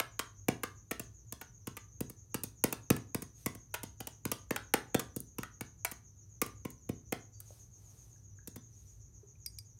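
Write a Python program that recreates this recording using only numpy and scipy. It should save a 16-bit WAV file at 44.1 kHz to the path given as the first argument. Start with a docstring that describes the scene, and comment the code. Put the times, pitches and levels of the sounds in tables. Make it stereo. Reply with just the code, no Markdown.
"""Wet pops: air pockets burst as fingers knead slime on a wooden table, close up in a small hard room.
In each pop the film tears in a spray of tiny snaps, the pocket rings and the table top thuds.
Two far crickets chirp over a low room rumble, and skin rubs softly over the slime.
Late on come a faint high ringing tink, short soft bubble blips and two clinks of something small."""
import sys
import numpy as np
from scipy import signal
from scipy.fft import rfft, irfft, next_fast_len
from scipy.io import wavfile
from scipy.ndimage import uniform_filter1d

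SR = 44100
rng = np.random.default_rng(int(sys.argv[2]) if len(sys.argv) > 2 else 0)


def generate_wav(sig):
    """Save sig (samples, or channels by samples) to the path in sys.argv[1] as 16-bit PCM at SR."""
    pcm = np.round(np.clip(np.atleast_2d(sig).T, -1, 1) * 32767).astype(np.int16)
    wavfile.write(sys.argv[1], SR, pcm)


N = 431738
TIME_S = np.arange(N) / SR

# bursting pockets: start_s, tear_s, thud_db, ring_db, snap_db, lower_ring_hz, upper_ring_hz
POCKETS = [(0.0001, 0.00072, -33.5, -30, -35.5, 1330, 1420),
           (0.1924, 0.0016, -34.5, -31, -37.5, 1380, 3150),
           (0.484, 0.00097, -24.0, -29, -35.5, 730.0, 2190), (0.634, 0.0013, -36.0, -33.5, -38, 1200, 1570),
           (0.911, 0.0016, -35, -34.5, -38, 1250.0, 1750), (0.9961, 0.0011, -41.5, -42.5, -40.5, 705, 2680),
           (1.3242, 0.00061, -46, -46.5, -41.5, 1030.0, 3370), (1.413, 0.0015, -50.5, -44, -48, 910, 1435),
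           (1.6711, 0.0012, -37.5, -43, -44, 1050, 2750), (1.7684, 0.0017, -49.5, -43, -46.5, 1180.0, 2110),
           (2.006, 0.0012, -31.5, -46, -40, 1100.0, 1660.0),
           (2.098, 0.0012, -48.5, -57.5, -47.5, 1110, 1760.0),
           (2.3436, 0.0011, -33.5, -36, -36.5, 810, 2840), (2.435, 0.0015, -41, -48.5, -35, 820, 2400),
           (2.6393, 0.00061, -25.5, -29, -26.5, 950.0, 1960), (2.726, 0.001, -38.0, -37, -35, 940.0, 2350),
           (2.9027, 0.00087, -19, -28, -29.5, 1140, 2770), (2.965, 0.00054, -64, -43.5, -46.5, 1110, 1720),
           (3.1463, 0.00082, -31.0, -37.5, -35.5, 690, 2160),
           (3.221, 0.0015, -40.5, -49, -43, 1240, 2010.0), (3.4605, 0.0012, -31, -35, -33.5, 1140, 2000),
           (3.55, 0.0014, -48, -55, -53, 720, 1960), (3.7408, 0.0022, -42.5, -32.5, -39, 876, 1380),
           (3.8325, 0.0016, -41, -44.5, -43, 840.0, 3130), (4.0041, 0.0011, -43.5, -42.5, -44.5, 780, 2980),
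           (4.071, 0.001, -48, -44, -41, 870, 2960), (4.2526, 0.00068, -32, -37, -37.5, 990, 2530),
           (4.3161, 0.0013, -36.5, -35, -32.5, 1245, 2900), (4.5072, 0.00063, -30, -32, -39.0, 980, 1820),
           (4.5614, 0.00093, -45, -31.5, -41.5, 804, 3150),
           (4.7378, 0.0011, -24.5, -25.5, -28.5, 810.0, 1340),
           (4.9452, 0.0011, -23.5, -28.5, -35.0, 775, 3440),
           (4.9946, 0.0017, -42, -37, -37.5, 1210, 3300.0),
           (5.1625, 0.0014, -34.5, -55.5, -40.0, 716, 2840.0),
           (5.2034, 0.00079, -51, -82, -42.0, 710.0, 1410.0),
           (5.3843, 0.00092, -35, -40.5, -42.5, 990.0, 2840),
           (5.4321, 0.0007, -49, -37, -49.5, 1280.0, 1410.0),
           (5.6089, 0.0011, -39, -41, -42.5, 910.0, 2260.0), (5.848, 0.0014, -39.5, -31, -32.5, 920, 2210),
           (5.9143, 0.0021, -47.5, -47, -43, 1230, 1653), (6.4161, 0.0013, -30.5, -31, -30, 1200, 2220),
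           (6.4631, 0.00076, -64, -49, -48.5, 1120, 1410.0),
           (6.6506, 0.0011, -34.5, -43, -51.5, 1047, 2230),
           (6.7039, 0.00097, -57, -65, -52.5, 980.0, 1780.0),
           (6.8914, 0.0014, -30, -45.5, -49, 713, 2210.0), (7.1234, 0.001, -32.0, -33, -38.5, 710.0, 2090),
           (7.4029, 0.0011, -73, -63.5, -47.5, 1300, 1395),
           (8.4742, 0.0014, -45, -56.5, -44.5, 710.0, 3410), (8.5593, 0.0017, -46, -53, -51, 1080, 3400.0)]
# left-channel lag, bursts lying slightly right: freq_hz, lag_rad
LEFT_LAG = [(300, .1), (700, .6), (2500, 1.4), (5400, 4.1), (8000, 6.0), (12000, 6.8), (16000, 7.4)]
# table top response: freq_hz, gain_db
TABLE_RESPONSE = [(60, -5), (110, 7.5), (170, 3), (280, 5), (390, -4), (480, 2), (640, -15.5), (900, -22),
                  (1800, -19)]
# room rumble spectrum: freq_hz, gain_db
RUMBLE_SPECTRUM = [(25, -43.5), (50, 1.5), (68, 2), (84, -4.5), (102, 8.5), (130, -3.5), (190, -14),
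                   (250, -20), (400, -21), (600, -33), (1500, -40), (4500, -42.5), (8000, -50.5),
                   (13000, -41), (16000, -54.5)]
# cricket timing: rate_hz, offset_s
CRICKET_CLOCKS = [(7.759, .012), (7.168, .093)]
# cricket wings: pitch_hz, fall_hz, level_db, chirp_s, echo_t60_s
CRICKET_WINGS = [(6590, 730, -61.5, 0.047, .38), (6050, 440, -67.5, 0.04, 0.63)]
# skin strokes on slime: centre_s, length_s, hiss_db, rustle_db
SKIN_STROKES = [(3.417, 0.18, -63.5, -85), (7.533, 0.37, -64, -75), (7.96, 0.68, -68, -74.5),
                (8.845, .45, -72, -103), (9.233, 0.24, -94, -80.5)]
# skin hiss spectrum: freq_hz, gain_db
HISS_SPECTRUM = [(1000, -17), (2500, -3), (5000, -0.5), (9000, 0), (11000, -4.5), (13000, -2),
                 (16000, -15.5)]
# faint high ringing tink (first row), then soft bubble blips: start_s, pitch_hz, level_db, t60_s
TINK_AND_BLIPS = [(7.335, 4620, -66, 0.5), (7.506, 562, -43.5, 0.017), (8.159, 1635, -64.5, 0.033),
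                  (8.388, 1610, -51, 0.025), (8.576, 232, -43, 0.073), (9.231, 404, -50, 0.11),
                  (9.355, 2400, -63, 0.031)]
# light contacts: start_s, peak_db, damping_factor
CLINK_HITS = [(9.4616, -24, 2.5), (9.5865, -28, 3.5)]
# clink modes: pitch_hz, base_width_hz, relative_db
CLINK_RESONANCES = [(2430, 100, -16.5), (4885, 11, -2), (5510, 46, 0), (6860, 80, -28), (8700, 150, -3),
                    (10440, 200, -7), (11900, 140, -5.5)]
# left-right likeness of diffuse sound: freq_hz, correlation
STEREO_CORRELATION = [(60, 0.95), (300, 0.78), (600, 0.22), (1300, 1), (3000, -0.6), (5500, 0.0092),
                      (7200, -0.68), (9000, 1), (16000, .93)]
# room echo energy: freq_hz, level_db
ECHO_LEVELS = [(100, -6), (300, -10.5), (700, -7), (1500, -4.5), (3000, -12), (6000, -10), (9000, -11.5),
               (15000, -21.5)]
# room echo decay: freq_hz, t60_s
ECHO_DECAYS = [(100, 0.27), (400, 0.33), (1500, 0.3), (6000, 0.24), (15000, 0.23)]


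def from_db(db):
    return 10 ** (np.asarray(db) / 20)


def unit_rms(x):
    return x / np.sqrt(np.mean(x ** 2) + 1e-20)


def at_hz(table, hz):
    """Table lookup on a log-frequency axis."""
    freqs_hz, values = np.array(table).T
    return np.interp(np.log(hz + 1e-9), np.log(freqs_hz), values)


def band(x, low_hz, high_hz, order=2):
    sos = signal.butter(order, [low_hz, min(high_hz, .48 * SR)], "band", fs=SR, output="sos")
    return signal.sosfilt(sos, x)


def resonance(x, hz, width_hz):
    """Two-pole resonator, unity peak gain."""
    r = np.exp(-np.pi * width_hz / SR)
    feedback = [1, -2 * r * np.cos(2 * np.pi * hz / SR), r * r]
    return signal.lfilter(np.array([1, 0, -1]) * (1 - r * r) / 2, feedback, x)


def add(out, start_s, sound):
    start = max(0, round(start_s * SR))
    out[..., start:start + sound.shape[-1]] += sound[..., :N - start]


def pan_left(x, db):
    return x * from_db([[db], [-db]])


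def burst_level(x, db):
    """Scales to the energy of 10 ms at this level."""
    return from_db(db) * x / np.sqrt(np.mean(np.sum(x ** 2, -1)) * 100 / SR + 1e-20)


def near(pair, side_db=-11):
    """Direct sound: nearly alike in both channels, later on the left."""
    hz = np.fft.rfftfreq(pair.shape[-1], 1 / SR)
    mid, side = rfft(pair)
    stereo = mid + from_db(side_db) * side * [[1], [-1]]
    stereo[0] *= np.exp(-1j * at_hz(LEFT_LAG, hz))
    return irfft(stereo, pair.shape[-1])


def diffuse(pair, spectrum=None, left_lag_s=.000011):
    """Two unrelated signals to stereo, correlation set by frequency."""
    size = pair.shape[-1]
    fft_size = next_fast_len(size)
    hz = np.fft.rfftfreq(fft_size, 1 / SR)
    mid, side = rfft(pair, fft_size) * (from_db(at_hz(spectrum, hz)) if spectrum else 1)
    alike = np.clip(at_hz(STEREO_CORRELATION, hz), -1, 1)
    stereo = np.sqrt(1 + alike) * mid + np.sqrt(1 - alike) * side * [[1], [-1]]
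    stereo[0] *= np.exp(-2j * np.pi * hz * left_lag_s)
    return irfft(stereo, fft_size)[:, :size]


def tear(t, tear_s, first_snap=3.6, grain_db=5.0):
    """Film gives way: one snap, then a spray of smaller ones that swells and dies in milliseconds."""
    sizes = from_db(grain_db * rng.standard_normal(len(t)))
    progress = t / (1.66 * tear_s)
    spray = rng.standard_normal((2, len(t))) * unit_rms(sizes) * progress * np.exp(-progress ** 1.2)
    spray[:, 1] += first_snap * rng.choice([-1, 1], 2)
    return spray


def table_thud(t, thud_db, ring_db, base_hz=370, floor_hz=233, width_oct=1.4, travel_s=.0084, lead_s=.0008):
    """Bending waves in the table top: lows travel slower, so a click becomes a falling chirp."""
    # buried pockets push slowly and low; open or hard bursts briefly and higher
    shift_oct = 0.46 * (ring_db - thud_db) + 0.15 * (thud_db + 39)
    push_hz = max(floor_hz, base_hz * 2 ** shift_oct)
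    hz = np.fft.rfftfreq(len(t), 1 / SR)
    push = np.exp(-(np.log2((hz + 1) / push_hz) / width_oct) ** 2 / 2)
    delay_s = travel_s * (1 + 0.075 * rng.standard_normal()) + lead_s   # at 250 Hz
    lag_cycles = 2 * delay_s * np.sqrt(250 * hz) - lead_s * hz
    return -irfft(push * from_db(at_hz(TABLE_RESPONSE, hz)) * np.exp(-2j * np.pi * lag_cycles), len(t))


def pocket_ring(air, hz, low_hz, high_hz, thud_excess_db, smack_db=-4.0):
    """One pocket resonance over a broad wet smack; more thud than ring means more damping."""
    damping_db = .22 * np.clip(thud_excess_db, -15, 15)
    ring = resonance(air, hz, 0.092 * hz * from_db(damping_db))
    return band(ring + from_db(smack_db + damping_db) * air, low_hz, high_hz)


def film_crackle(t, length_s, ring_db, snap_db, upper_hz, db_per_oct=3, ref_hz=1970):
    """Film crackle: level follows snap and ring; small, high-ringing pockets crackle more."""
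    level_db = snap_db - 2.5 + 0.27 * (ring_db - snap_db) + db_per_oct * np.log2(upper_hz / ref_hz)
    crackle = band(near(tear(t, length_s, first_snap=2.1)), 3600, 7500, order=3)
    return burst_level(pan_left(crackle, 1.2), level_db)


def pops(air_extra_s=0.00069, crackle_extra_s=.0006, ring_trim_db=-2.5):
    """Pockets burst: table thud, two pocket rings, crackle and bright snap of the film."""
    out, t = np.zeros((2, N)), np.arange(4096) / SR
    fade = np.clip(2 - 2 * t / t[-1], 0, 1) ** 2
    for start_s, tear_s, thud_db, ring_db, snap_db, lower_hz, upper_hz in POCKETS:
        air = near(tear(t, tear_s + air_extra_s, first_snap=1.7))
        burst = burst_level(pan_left(table_thud(t, thud_db, ring_db), .6), thud_db)
        for hz, low_hz, high_hz in (lower_hz, 550, 1750), (upper_hz, 1200, 3100):
            ring = pocket_ring(air, hz, low_hz, high_hz, thud_db - ring_db)
            burst += burst_level(ring, ring_db + ring_trim_db)
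        burst += film_crackle(t, tear_s + crackle_extra_s, ring_db, snap_db, upper_hz)
        snap = band(near(tear(t, tear_s)), 8220, 16300, order=4)
        burst += burst_level(snap, snap_db)
        add(out, start_s, burst * fade)
    return out


def rumble(level_db=-56.5):
    """Steady low room noise."""
    noise = diffuse(rng.standard_normal((2, N)), RUMBLE_SPECTRUM)
    return pan_left(from_db(level_db) * unit_rms(noise), 1.3)


def crickets(lead_s=0.041, waver_rms_hz=150):
    """Far crickets stroke their wings, each on its own clock: falling tones smeared by echoes."""
    out, t = 0, np.arange(SR // 3) / SR
    for (rate_hz, offset_s), (hz, fall_hz, db, chirp_s, t60_s) in zip(CRICKET_CLOCKS, CRICKET_WINGS):
        stroke = np.minimum((TIME_S - offset_s + lead_s) % (1 / rate_hz) / chirp_s, 1)
        waver_hz = waver_rms_hz * unit_rms(uniform_filter1d(rng.standard_normal(N), size=60))
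        pitch_hz = hz + fall_hz * (.5 - stroke) + waver_hz
        wings = np.sin(np.pi * stroke) * np.sin(2 * np.pi * np.cumsum(pitch_hz) / SR)
        echoes = rng.standard_normal((2, len(t))) * from_db(-60 * t / t60_s)
        smeared = signal.oaconvolve(wings[None], echoes, axes=1)[:, :N]
        out += from_db(db) * unit_rms(smeared)
    return pan_left(out, .6)


def rubbing(rest_hiss_db=-86, rest_rustle_db=-85.5, grain_db=1.5):
    """Skin drags on slime, never quite still: grainy hiss and soft rustle swell with each stroke."""
    hiss_gain, rustle_gain = from_db(rest_hiss_db), from_db(rest_rustle_db)
    for centre_s, length_s, hiss_db, rustle_db in SKIN_STROKES:
        speed = np.cos(np.pi * np.clip((TIME_S - centre_s) / length_s, -.5, .5)) ** 2
        hiss_gain += from_db(hiss_db) * speed
        rustle_gain += from_db(rustle_db) * speed
    grains = rng.standard_normal((2, N)) * from_db(grain_db * rng.standard_normal(N))
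    hiss = unit_rms(diffuse(grains, HISS_SPECTRUM))
    rustle = unit_rms(band(grains, 200, 1050))
    return hiss_gain * hiss + rustle_gain * rustle


def tink_and_blips(rise_per_t60=0.068, attack_share=0.017):
    """A faint high ringing tink, then short soft bubble blips: dying sines, rising slightly in pitch."""
    out, t = np.zeros((2, N)), np.arange(SR // 3) / SR
    for start_s, hz, db, t60_s in TINK_AND_BLIPS:
        tone = np.sin(2 * np.pi * hz * t * (1 + rise_per_t60 * t / t60_s / 2))
        attack = 1 - np.exp(-t / (attack_share * t60_s))
        add(out, start_s, tone * attack * from_db(db - 60 * t / t60_s))
    return out


def clinks(touch_db=-20, contact_s=0.0011):
    """A tiny gritty contact rings a few modes; the slime damps them."""
    out, t = np.zeros((2, N)), np.arange(SR // 4) / SR
    for start_s, peak_db, damping in CLINK_HITS:
        contact = band(tear(t, contact_s)[0], 2300, 15000)
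        rings = sum(from_db(mode_db) * unit_rms(resonance(contact, hz, width_hz * damping))
                    for hz, width_hz, mode_db in CLINK_RESONANCES)
        clink = (rings + from_db(touch_db) * contact) * (1 - t / t[-1]) ** 2
        add(out, start_s, from_db(peak_db) * clink / np.abs(clink).max())
    return out


def room(x, gap_s=0.0053, build_s=0.001, bands=10):
    """Diffuse echoes: fast build-up, separate decay per band."""
    t = np.arange(int(.6 * SR)) / SR
    edges_hz, response = np.geomspace(70, 18000, bands + 1), 0
    onset = 1 - np.exp(-np.maximum(t - gap_s, 0) / build_s)
    for low_hz, high_hz in zip(edges_hz, edges_hz[1:]):
        hz = np.sqrt(low_hz * high_hz)
        noise = band(diffuse(rng.standard_normal((2, len(t)))), low_hz, high_hz, order=3)
        tail = noise * onset * from_db(-60 * t / at_hz(ECHO_DECAYS, hz))
        band_share = 2 * (high_hz - low_hz) / SR
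        response += unit_rms(tail) * from_db(at_hz(ECHO_LEVELS, hz)) * np.sqrt(band_share / len(t))
    return signal.fftconvolve(x, response, axes=1)[:, :N]


def scene():
    direct = pops() + tink_and_blips() + clinks()
    return direct + room(direct) + rubbing() + crickets() + rumble()


def record(dry):
    """Steep low-pass."""
    cutoff_hz = 15900
    return signal.sosfilt(signal.ellip(10, .3, 80, cutoff_hz, fs=SR, output="sos"), dry)


dry = scene()
out = record(dry)
generate_wav(out)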